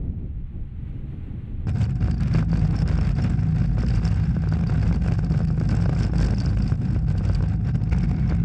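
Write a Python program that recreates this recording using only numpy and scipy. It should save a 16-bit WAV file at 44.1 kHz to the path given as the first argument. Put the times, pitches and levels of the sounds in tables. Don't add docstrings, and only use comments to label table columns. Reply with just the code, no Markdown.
import sys
import numpy as np
from scipy import signal
from scipy.fft import rfft, irfft
from scipy.io import wavfile
from scipy.ndimage import uniform_filter1d, minimum_filter1d

SR = 44100
rng = np.random.default_rng(int(sys.argv[2]) if len(sys.argv) > 2 else 0)


def store_pcm(level_fs):
    pcm = np.round(np.clip(level_fs, -1, 1) * 32767).astype(np.int16)
    wavfile.write(sys.argv[1], SR, np.atleast_2d(pcm).T)


N = 372330
TIME = np.arange(N) / SR

# f/Hz, level/dB
BUFFET_SPECTRUM = [(12, -18), (28, 4), (80, 2.5), (140, -12), (300, -44), (900, -71.5), (3000, -110)]
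# f/Hz, width/Hz, gain/dB
PLATE_MODES = [(734, 37, 4), (800, 8, 3), (1545, 110, 0), (2774, 49, -1.5)]
# f/Hz, level/dB
TICK_SPECTRUM = [(1200, -14.5), (2600, 1.5), (3500, -7.5), (4150, -13.5), (4450, -6), (5800, -5),
                 (6600, -9), (8000, -7), (9000, -13.5), (10500, -29), (14500, -41.5)]


def from_db(db):
    return np.exp(np.asarray(db) * np.log(10) / 20)


def rms_one(x):
    return x / np.sqrt(np.mean(x ** 2) + 1e-20)


def evened(x, span_s):
    return x / np.sqrt(np.abs(uniform_filter1d(x ** 2, int(span_s * SR))) + 1e-12)


def in_time(rows):
    s, *columns = np.transpose(rows)
    return [np.interp(TIME, s, column) for column in columns]


def drift(per_s):
    knots = rng.standard_normal(N // 10)
    return rms_one(np.interp(TIME * per_s, np.arange(len(knots)), knots))


def butterworth(x, order, hz, kind="low"):
    return signal.sosfilt(signal.butter(order, hz, kind, fs=SR, output="sos"), x)


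def bin_gains(spectrum, size):
    hz, db = np.transpose(spectrum)
    return from_db(np.interp(np.log(np.fft.rfftfreq(size, 1 / SR) + 1), np.log(hz), db))


def coloured(x, spectrum, size=16384):
    cepstrum = irfft(np.log(bin_gains(spectrum, size)))[:size // 2]
    cepstrum[1:] *= 2
    return signal.oaconvolve(x, irfft(np.exp(rfft(cepstrum, size))))[:N]


def rounded(x, spectrum, size=2048):
    pulse = np.fft.fftshift(irfft(bin_gains(spectrum, size))) * np.hanning(size)
    return signal.oaconvolve(x, pulse, mode="same")


def resonate(x, modes):
    out = 0
    for hz, width_hz, db in modes:
        r = np.exp(-np.pi * width_hz / SR)
        feedback = [1, -2 * r * np.cos(2 * np.pi * hz / SR), r * r]
        out = out + from_db(db) * (1 - r * r) / 2 * signal.lfilter([1, 0, -1], feedback, x + 1e-18)
    return out


def add(out, s, sound):
    at = int(s * SR)
    out[at:at + len(sound)] += sound[:N - at]


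def swells(rows):
    out = np.zeros(N)
    for s, length_s, db in rows:
        t = np.arange(-2 * length_s, 2 * length_s, 1 / SR)
        add(out, s - 2 * length_s, db * np.exp(-(2 * t / length_s) ** 2))
    return out


def grains(per_s, spread_db):
    at = np.flatnonzero(rng.random(N) < per_s / SR)
    strength, direction = rng.standard_normal((2, N))[:, at]
    out = np.zeros(N)
    out[at] = from_db(spread_db * np.minimum(strength, 2.5)) * np.sign(direction)
    return out


def scuff(rise_s):
    t = TIME[:SR // 25] / rise_s
    return rng.standard_normal(len(t)) * (t * np.exp(1 - t)) ** 3


def chatter(per_s, spread_db, touch_s):
    r = np.exp(-1 / (touch_s * SR))
    pressure = signal.lfilter([1], [1, -2 * r, r * r], np.abs(grains(per_s, spread_db)) + 1e-18)
    return rms_one(pressure) * rng.standard_normal(N)


def low_rumble():
    # f/Hz, level/dB
    spectrum = [(12, -21), (22, 2.5), (55, -5), (76, 2), (100, -4), (135, -4), (200, -11.5), (300, -19.5),
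                (420, -29.5), (700, -41.5), (1500, -61)]
    # t/s, level/dB, gain above 150 Hz/dB
    levels = [(0, -27, 3), (.14, -29.5, -0.5), (.25, -29, 0.5), (.33, -34.5, -0.5), (.4, -32, -0.5),
              (.5, -35, -7), (.57, -30, 3), (.7, -34, -5.5), (.8, -30, -4), (.87, -30, -3),
              (1.05, -31, 2.5), (1.17, -34, 3.5), (1.22, -31.5, 1), (1.36, -31.5, 2.5), (1.46, -34, 1.5),
              (1.6, -28, 1)]
    level_db, upper_db = in_time(levels)
    rumble = evened(coloured(rng.standard_normal(N), spectrum), span_s=0.058)
    rumble = butterworth(rumble, order=4, hz=900)
    deep = butterworth(rumble, order=1, hz=150)
    return from_db(level_db) * (deep + from_db(upper_db) * (rumble - deep))


def far_tracks():
    # f/Hz, level/dB
    spectrum = [(200, -16), (800, 2), (950, -1), (1250, 1), (1700, -1.5), (2000, 0), (2500, -1.5),
                (3200, -7), (4200, -14), (5000, -26), (9000, -28), (15000, -36)]
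    # f/Hz, width/Hz, gain/dB
    whine_mode = [(820, 25, 3)]
    # t/s, level/dB, gain of the treble above 2 kHz/dB
    levels = [(0, -64.5, -4), (.25, -66, -3.5), (.42, -65.5, -3), (.56, -64, -2), (.8, -63, -1),
              (1.1, -61.3, 0), (1.3, -61, 0), (1.66, -61.5, -1)]
    level_db, treble_db = in_time(levels)
    hiss = rms_one(coloured(rng.standard_normal(N), spectrum)) * from_db(1.1 * drift(per_s=25))
    hiss = hiss + resonate(hiss, whine_mode)
    dull = butterworth(hiss, order=1, hz=2000)
    return from_db(level_db) * (dull + from_db(treble_db) * (hiss - dull))


def wind():
    # t/s, length/s, level/dB
    gusts = [(0.09, 0.043, -23.5), (.39, 0.19, -30), (0.612, 0.042, -25.5), (1.11, 0.034, -28.5),
             (1.531, 0.041, -25.5)]
    force = sum(from_db(db) * np.exp(-(2 * (TIME - s) / length_s) ** 2) for s, length_s, db in gusts)
    return force * evened(coloured(rng.standard_normal(N), BUFFET_SPECTRUM), span_s=0.026)


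def gear_load():
    # t/s, length/s, rise/dB
    jolts = [(1.695, 0.018, 4), (1.821, 0.064, 10.5), (2.067, 0.12, 4), (2.364, 0.13, 3.5),
             (2.524, 0.07, 1), (2.89, 0.038, 5), (3.224, 0.1, 2.5), (3.32, 0.065, 3), (3.795, 0.025, 3),
             (4.931, .022, 5), (5.71, 0.17, 5), (6.43, 0.061, 1), (7.181, .015, -1), (7.69, 0.076, 4.5),
             (7.756, 0.019, 10), (7.929, 0.02, 10)]
    # t/s, length/s, drop/dB
    lulls = [(1.73, 0.033, 10.5), (1.88, 0.018, 14), (1.943, 0.02, 15), (1.988, 0.035, 12.5),
             (2.165, 0.076, 6), (2.297, 0.022, 5.5), (2.468, 0.11, 8), (2.844, 0.035, 11), (3.14, 0.061, 9),
             (3.368, 0.032, 8.5), (3.404, 0.03, 3), (3.717, 0.072, 9), (4.012, 0.038, 6.5),
             (4.145, 0.014, 5.5), (4.5, 0.011, 7), (4.659, 0.012, 8), (4.993, 0.039, 12.5),
             (5.288, 0.034, 7), (5.465, 0.014, 17), (5.547, 0.1, 5.5), (5.591, 0.013, 10), (5.851, .014, 4),
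             (5.875, .025, 7.5), (5.918, 0.011, 6.5), (6.116, 0.1, 12), (6.325, 0.015, 3),
             (6.354, 0.04, 5.5), (6.562, .019, 10), (6.768, 0.02, 14), (7.03, 0.079, 8), (7.142, .018, 6.5),
             (7.472, 0.016, 10), (7.59, 0.1, 9.5), (7.726, 0.022, 14), (7.812, 0.1, 10), (7.907, 0.016, 4),
             (8.07, 0.029, 10)]
    return swells(jolts) - swells(lulls) + 2.14 * drift(per_s=28)


def hull(links, load_db):
    # f/Hz, width/Hz, gain/dB
    modes = [(52.3, 1.3, -21), (79.36, 6.6, 5), (102.6, 8.7, 8.5), (126.3, 9.5, 5), (153.8, 5.6, -2.5),
             (172.8, 6.1, -3), (221, 3.3, -32.5)]
    blows = np.diff(np.floor(links), prepend=0) * (1 + 0.66 * rng.standard_normal(N))
    drive = rms_one(rng.standard_normal(N)) + from_db(-14) * rms_one(blows)
    boom = butterworth(resonate(drive, modes), order=3, hz=[34, 245], kind="band")
    wavering_s = np.cumsum(1 + 0.035 * drift(per_s=5)) / SR
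    boom = np.interp(wavering_s, TIME, boom, period=N / SR)
    return from_db(-22.5 + 0.37 * load_db) * evened(boom, span_s=0.11)


def track_hum(links):
    # t/s, level/dB
    first_levels = [(1.67, -34), (2.1, -27), (2.4, -24.5), (3.0, -22.5), (3.25, -25.5), (3.45, -27),
                    (3.72, -24.5), (3.9, -22), (4.3, -27.5), (5.1, -25.5), (5.6, -28), (5.8, -25),
                    (6.2, -20.5), (6.38, -26.5), (6.62, -21), (6.78, -30.5), (6.9, -26.5), (7.35, -22),
                    (7.5, -30), (8.1, -24.5), (8.3, -21.5), (8.44, -30)]
    # t/s, level/dB
    third_levels = [(1.67, -35.5), (2.2, -36), (2.36, -24), (2.72, -24.5), (2.85, -28.5), (3.4, -29.5),
                    (3.55, -19), (3.68, -30.5), (4.28, -27.5), (4.42, -26.5), (4.8, -27), (5.15, -23.5),
                    (5.42, -23.5), (5.6, -25.5), (6.8, -30.5), (7.6, -27.5), (8.2, -28), (8.36, -21.5)]
    throb_db, throbs_per_s = 2, 17
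    first_db = in_time(first_levels)[0] - 3 + throb_db * drift(throbs_per_s)
    first = from_db(first_db) * np.sin(2 * np.pi * links + 1.02 * drift(per_s=12))
    third_db = in_time(third_levels)[0] - 2.5 + throb_db * drift(throbs_per_s)
    third = from_db(third_db) * np.sin(2 * np.pi * 3 * links + 1.09 * drift(per_s=15))
    return np.sqrt(2) * (first + third)


def wheels(beat, thump_db):
    # f/Hz, level/dB
    spectrum = [(100, 1.5), (220, 12.5), (270, -4.5), (312, 7.5), (345, 0.5), (470, -0.5), (620, -8),
                (900, -11), (1700, -22), (3000, -61)]
    thumps = grains(per_s=500, spread_db=4) * beat
    return from_db(thump_db - 1) * evened(coloured(thumps, spectrum), span_s=0.17)


def running_gear(beat, clatter_db):
    # f/Hz, level/dB
    spectrum = [(200, -18.5), (480, -0.5), (640, -0.5), (1000, -3), (1400, -0.5), (1900, -4.5),
                (2500, -5.5), (3100, -15), (3700, -13), (4150, -20), (5000, -18), (7500, -28),
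                (11000, -55.5)]
    # t/s, gain/dB
    part_drive = [(7.8, -41), (7.92, -2.5), (8.0, -3.5), (8.44, -10)]
    # f/Hz, width/Hz, gain/dB
    part_mode = [(2200, 160, 7.9)]
    contacts = grains(per_s=2400, spread_db=-1.5) * beat
    through_deck = coloured(contacts + resonate(contacts, PLATE_MODES), spectrum)
    clatter = from_db(clatter_db - 3) * evened(through_deck, span_s=0.051)
    shaking_db = in_time(part_drive)[0] + 3 * drift(per_s=31)
    return clatter + resonate(clatter * from_db(shaking_db), part_mode)


def plate_whine(load_db, hz=734):
    ringing = rng.standard_normal(N)
    for width_hz in (26, 90):
        ringing = resonate(ringing, [(hz, width_hz, 0)])
    return from_db(-55.5 + 0.3 * load_db) * evened(ringing, span_s=0.049)


def fittings(links, jingle_db):
    # f/Hz, width/Hz, gain/dB
    modes = [(4570, 430, 11.5), (5080, 210, 10), (5330, 120, 11), (7550, 1500, 0)]
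    ticks = chatter(per_s=130, spread_db=6, touch_s=0.001) + from_db(-12) * rng.standard_normal(N)
    rings = np.zeros(N)
    for mode in modes:
        own_touches = chatter(per_s=70, spread_db=4.5, touch_s=0.002)
        rings += resonate(own_touches + 0.7 * ticks, [mode])
    link_accent = from_db(4 * np.cos(2 * np.pi * links))
    jingle = coloured((ticks + rings) * link_accent, TICK_SPECTRUM)
    return from_db(jingle_db - 3) * evened(jingle, span_s=0.09)


def draught():
    level_db = -45.5 + 3.7 * drift(per_s=5)
    return from_db(level_db) * rms_one(coloured(rng.standard_normal(N), BUFFET_SPECTRUM))


def knocks(clatter_db):
    # t/s, dull blow/dB, bright crack/dB
    hard_knocks = [(1.671, -25.5, -49), (2.084, -22, -50), (2.349, -17, -49), (2.385, -21, -32.5),
                   (2.427, -20, -56), (2.531, -20.5, -40), (2.914, -26, -35), (2.929, -27, -45),
                   (2.97, -24, -41), (2.988, -17, -39), (3.191, -22.5, -47), (3.618, -23.5, -50),
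                   (3.782, -21.5, -42), (3.836, -20, -48), (4.367, -21.5, -61), (4.438, -20.5, -46),
                   (4.474, -21.5, -50), (4.525, -18.5, -38), (4.569, -25, -40), (4.637, -23, -38),
                   (4.697, -20, -38), (4.727, -23.5, -44), (4.746, -26.5, -50), (4.847, -29, -52),
                   (4.858, -26, -52), (4.912, -20.5, -48), (4.926, -20.5, -34), (5.047, -26.5, -44),
                   (5.063, -23, -38), (5.084, -20.5, -34), (5.121, -21, -32.5), (5.154, -38, -49),
                   (5.191, -20, -33.5), (5.31, -25, -52), (5.347, -24, -43), (5.392, -25, -54),
                   (5.405, -21.5, -49), (5.504, -23, -56), (5.577, -26, -55), (5.613, -17, -41),
                   (5.725, -22, -41), (5.745, -22, -48), (5.801, -22, -51), (5.822, -25, -53),
                   (5.859, -20, -56), (5.894, -16, -33), (5.931, -22.5, -42), (5.963, -22, -41),
                   (6.039, -28, -41), (6.096, -28.5, -52), (6.135, -20, -39), (6.156, -34.5, -53),
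                   (6.21, -19.5, -42), (6.285, -23, -35), (6.337, -19, -39), (6.414, -26, -46),
                   (6.451, -24, -40), (6.466, -22.5, -48), (6.572, -23, -35.5), (6.721, -20, -42),
                   (6.963, -23, -55), (7.153, -26, -57), (7.209, -25, -58), (7.298, -19.5, -49),
                   (7.407, -21.5, -54), (7.426, -24, -57), (7.922, -29.5, -33), (7.932, -23, -31),
                   (7.948, -23.5, -53), (8.323, -19, -51)]
    # f/Hz, width/Hz, gain/dB
    body_modes = [(340, 34, -4.5), (442, 19, -1.5), (532, 72, -0.5), (633, 45, -4.5), (1470, 130, -4.5)]
    # f/Hz, level/dB
    thud_spectrum = [(40, 1.5), (110, 11), (200, 19), (400, 10.5), (800, 2.5), (1200, 2.5), (1600, 1),
                     (1900, -19.5), (3000, -25.5), (6000, -35), (11000, -60)]
    # f/Hz, level/dB
    crack_spectrum = [(800, -21), (1700, -3), (2400, 5), (3200, -9), (4200, -13), (5200, -10), (7500, -15),
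                      (11000, -39)]
    grind_s = 0.004997
    blows = grains(per_s=6, spread_db=2.5) * from_db(clatter_db + 3)
    cracks = np.zeros(N)
    for s, blow_db, crack_db in hard_knocks:
        grind, touch = scuff(grind_s), scuff(rise_s=0.003)
        add(blows, s, from_db([blow_db]))
        add(blows, s - grind_s, from_db(blow_db - 7) * grind / np.linalg.norm(grind))
        add(cracks, s - 0.002, from_db(crack_db) * touch / np.linalg.norm(touch))
    struck_hull = blows + resonate(blows, body_modes) + from_db(-9) * resonate(blows, PLATE_MODES)
    thuds = rounded(struck_hull, thud_spectrum)
    return from_db(15.5) * thuds + from_db(25) * coloured(cracks, crack_spectrum)


def clanks():
    # t/s, ring level/dB, f/Hz, splash level/dB
    collisions = [(1.69, -33.5, 2420, -46), (1.782, -40, 1770, -53), (1.814, -33, 2700, -45),
                  (1.8297, -38, 2400, -50), (1.8514, -39, 1710, -53), (1.9047, -42, 1820, -56),
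                  (2.0258, -44, 2340, -62), (2.1084, -37, 1700, -45), (2.2313, -32, 2110, -65),
                  (2.2717, -38, 2270, -58), (2.5724, -46, 2400, -46), (2.675, -41, 2170, -60),
                  (2.761, -39, 1790, -51), (2.886, -36, 2300, -55), (3.0895, -31.5, 1730, -49),
                  (3.1208, -45, 2100, -66), (3.242, -34.5, 2680, -53), (3.936, -41, 2200, -55),
                  (3.9579, -34.5, 2370, -47), (4.114, -34, 2730, -58), (4.556, -41, 2700, -60),
                  (4.9262, -38, 2120, -53), (5.7064, -37, 2590, -51), (5.7484, -38, 2060, -46),
                  (5.8361, -41, 2460, -54), (5.9824, -40, 2710, -54), (6.2274, -30, 1720, -50),
                  (6.3686, -40, 2710, -54), (6.435, -42, 1910, -58), (7.1112, -36.5, 2100, -54),
                  (7.1791, -34.5, 2660, -55), (7.3507, -34.5, 2850, -45), (7.7528, -38, 1950, -53),
                  (8.0052, -34.5, 2320, -57), (8.194, -41, 1810, -62), (8.3474, -37, 2150, -56)]
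    # f/Hz, level/dB
    splash_spectrum = [(1500, -10.5), (3000, 0.5), (4100, -9), (5200, 2), (6500, -0.5), (8200, 4.5),
                       (9200, -11), (10500, -22), (14000, -44.5)]
    rings, splashes = np.zeros((2, N))
    for s, ring_db, hz, splash_db in collisions:
        touch = scuff(rise_s=0.0028)
        ring = resonate(touch, [(hz, 110, 0), (2500, 600, -7)])
        ring += from_db(-15) * resonate(touch, PLATE_MODES)
        add(rings, s, from_db(ring_db - 3.5) * ring / np.abs(ring).max())
        add(splashes, s, from_db(splash_db + 4) * touch / np.abs(touch).max())
    return rings + from_db(6) * coloured(splashes, splash_spectrum)


def chinks():
    # t/s, level/dB, f/Hz struck hardest
    touches = [(1.839, -37, 4470), (2.112, -34, 4730), (2.142, -44, 4650), (2.179, -44.5, 4650),
               (2.232, -38, 4900), (2.338, -31.5, 4620), (2.492, -44, 5200), (2.515, -40, 4700),
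               (2.537, -43, 4650), (2.57, -39.5, 4730), (2.591, -43, 4740), (2.657, -45, 5170),
               (2.764, -38, 5370), (2.788, -35, 5330), (2.818, -37, 5240), (2.888, -41, 4900),
               (2.925, -39, 4660), (2.976, -37.5, 5350), (3.009, -38, 5300), (3.047, -43, 4650),
               (3.152, -42.5, 4700), (3.222, -36, 5440), (3.803, -39, 5080), (3.827, -39, 5270),
               (3.863, -38, 4530), (3.885, -32.5, 4320), (3.904, -34.5, 4490), (3.948, -38, 5050),
               (4.051, -27, 5230), (4.076, -30.5, 4480), (4.487, -37.5, 4800), (4.535, -34, 4600),
               (4.67, -37, 4830), (4.941, -38, 4640), (5.482, -40, 4650), (5.689, -31.5, 5190),
               (5.81, -40, 5270), (6.031, -28.5, 5300), (6.048, -34, 5030), (6.182, -30, 4600),
               (6.201, -32, 5150), (6.223, -29, 5100), (6.24, -37, 4650), (6.268, -35, 5000),
               (6.346, -38, 5100), (6.382, -33, 5400), (6.401, -29, 4600), (6.419, -37, 4700),
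               (6.459, -27, 5070), (6.622, -33.5, 4670), (6.676, -33.5, 4640), (7.182, -38, 4600),
               (7.288, -36, 4670), (7.347, -32, 4580), (8.032, -39, 5000), (8.296, -36.5, 4600)]
    # f/Hz, width/Hz, gain/dB
    modes = [(4600, 170, 0), (4714, 50, 1.5), (5070, 170, 1.5), (5400, 110, -8), (5370, 40, 4)]
    falloff_db_per_hz = 0.04
    out = np.zeros(N)
    for s, level_db, struck_hz in touches:
        touch = np.pad(scuff(rise_s=0.0016), (0, SR // 25))
        struck = [(hz, width, db - falloff_db_per_hz * abs(hz - struck_hz)) for hz, width, db in modes]
        chink = resonate(touch, struck) + from_db(-28) * touch
        add(out, s, from_db(level_db) * chink / np.abs(chink).max())
    return from_db(8.5) * coloured(out, TICK_SPECTRUM)


def scene():
    # t/s, link rate/Hz
    speed = [(1.67, 56.4), (3.0, 52), (4.0, 53.9), (5.0, 53.3), (6.0, 54.1), (7.0, 52), (8.44, 55.6)]
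    # t/s, clatter/dB, jingle/dB, thumps/dB
    ground = [(1.67, -49, -59.5, -42.5), (2.35, -42, -56.5, -41.5), (2.6, -44.5, -54.5, -36.5),
              (2.95, -40, -51.5, -34.5), (3.45, -44.5, -57, -41), (4.05, -40, -49, -35),
              (4.3, -47.5, -60.5, -50), (4.55, -41.5, -56, -37), (5.1, -44.5, -53, -36),
              (5.5, -44, -51.5, -39), (5.75, -44, -52.5, -35.5), (6.25, -38.5, -44.5, -29),
              (6.55, -46, -52, -40), (6.95, -46, -56.5, -38.5), (7.35, -44, -52.5, -36),
              (7.6, -47, -61.5, -40), (7.95, -45.5, -52.5, -35.5), (8.44, -43.5, -63, -38.5)]
    links = np.cumsum(in_time(speed)[0]) / SR
    load_db = gear_load()
    db_per_load_db = [1, 1.09, 0.67]
    clatter_db, jingle_db, thump_db = in_time(ground) + np.outer(db_per_load_db, load_db)
    boom = hull(links, load_db) + track_hum(links)
    hull_swing = evened(np.gradient(boom), span_s=0.17)
    beat = from_db(2.65 * np.cos(2 * np.pi * links) + hull_swing + 2.6 * drift(per_s=105))
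    deck = boom + wheels(beat, thump_db) + running_gear(beat, clatter_db) + plate_whine(load_db)
    deck = deck + knocks(clatter_db) + clanks() + fittings(links, jingle_db) + chinks() + draught()
    field = low_rumble() + far_tracks() + wind()
    aboard_s, crossfade_s = 1.668, 0.002
    aboard = np.clip((TIME - aboard_s) / crossfade_s, 0, 1)
    return ((1 - aboard) * field + aboard * deck)[None]


def limiter(x, ceiling_db, release_db_per_s):
    over_db = np.maximum(20 * np.log10(np.abs(x) + 1e-9) - ceiling_db, 0)
    release_db = release_db_per_s * TIME
    duck_db = np.maximum.accumulate(over_db + release_db, axis=-1) - release_db
    gain_db = uniform_filter1d(minimum_filter1d(-duck_db, size=129), size=129)
    return x * from_db(gain_db)


def record(dry):
    held = limiter(dry, ceiling_db=-10.3, release_db_per_s=137.5)
    return signal.sosfilt(signal.cheby2(12, 70, 15000, fs=SR, output="sos"), held)


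dry = scene()
out = record(dry)
store_pcm(out)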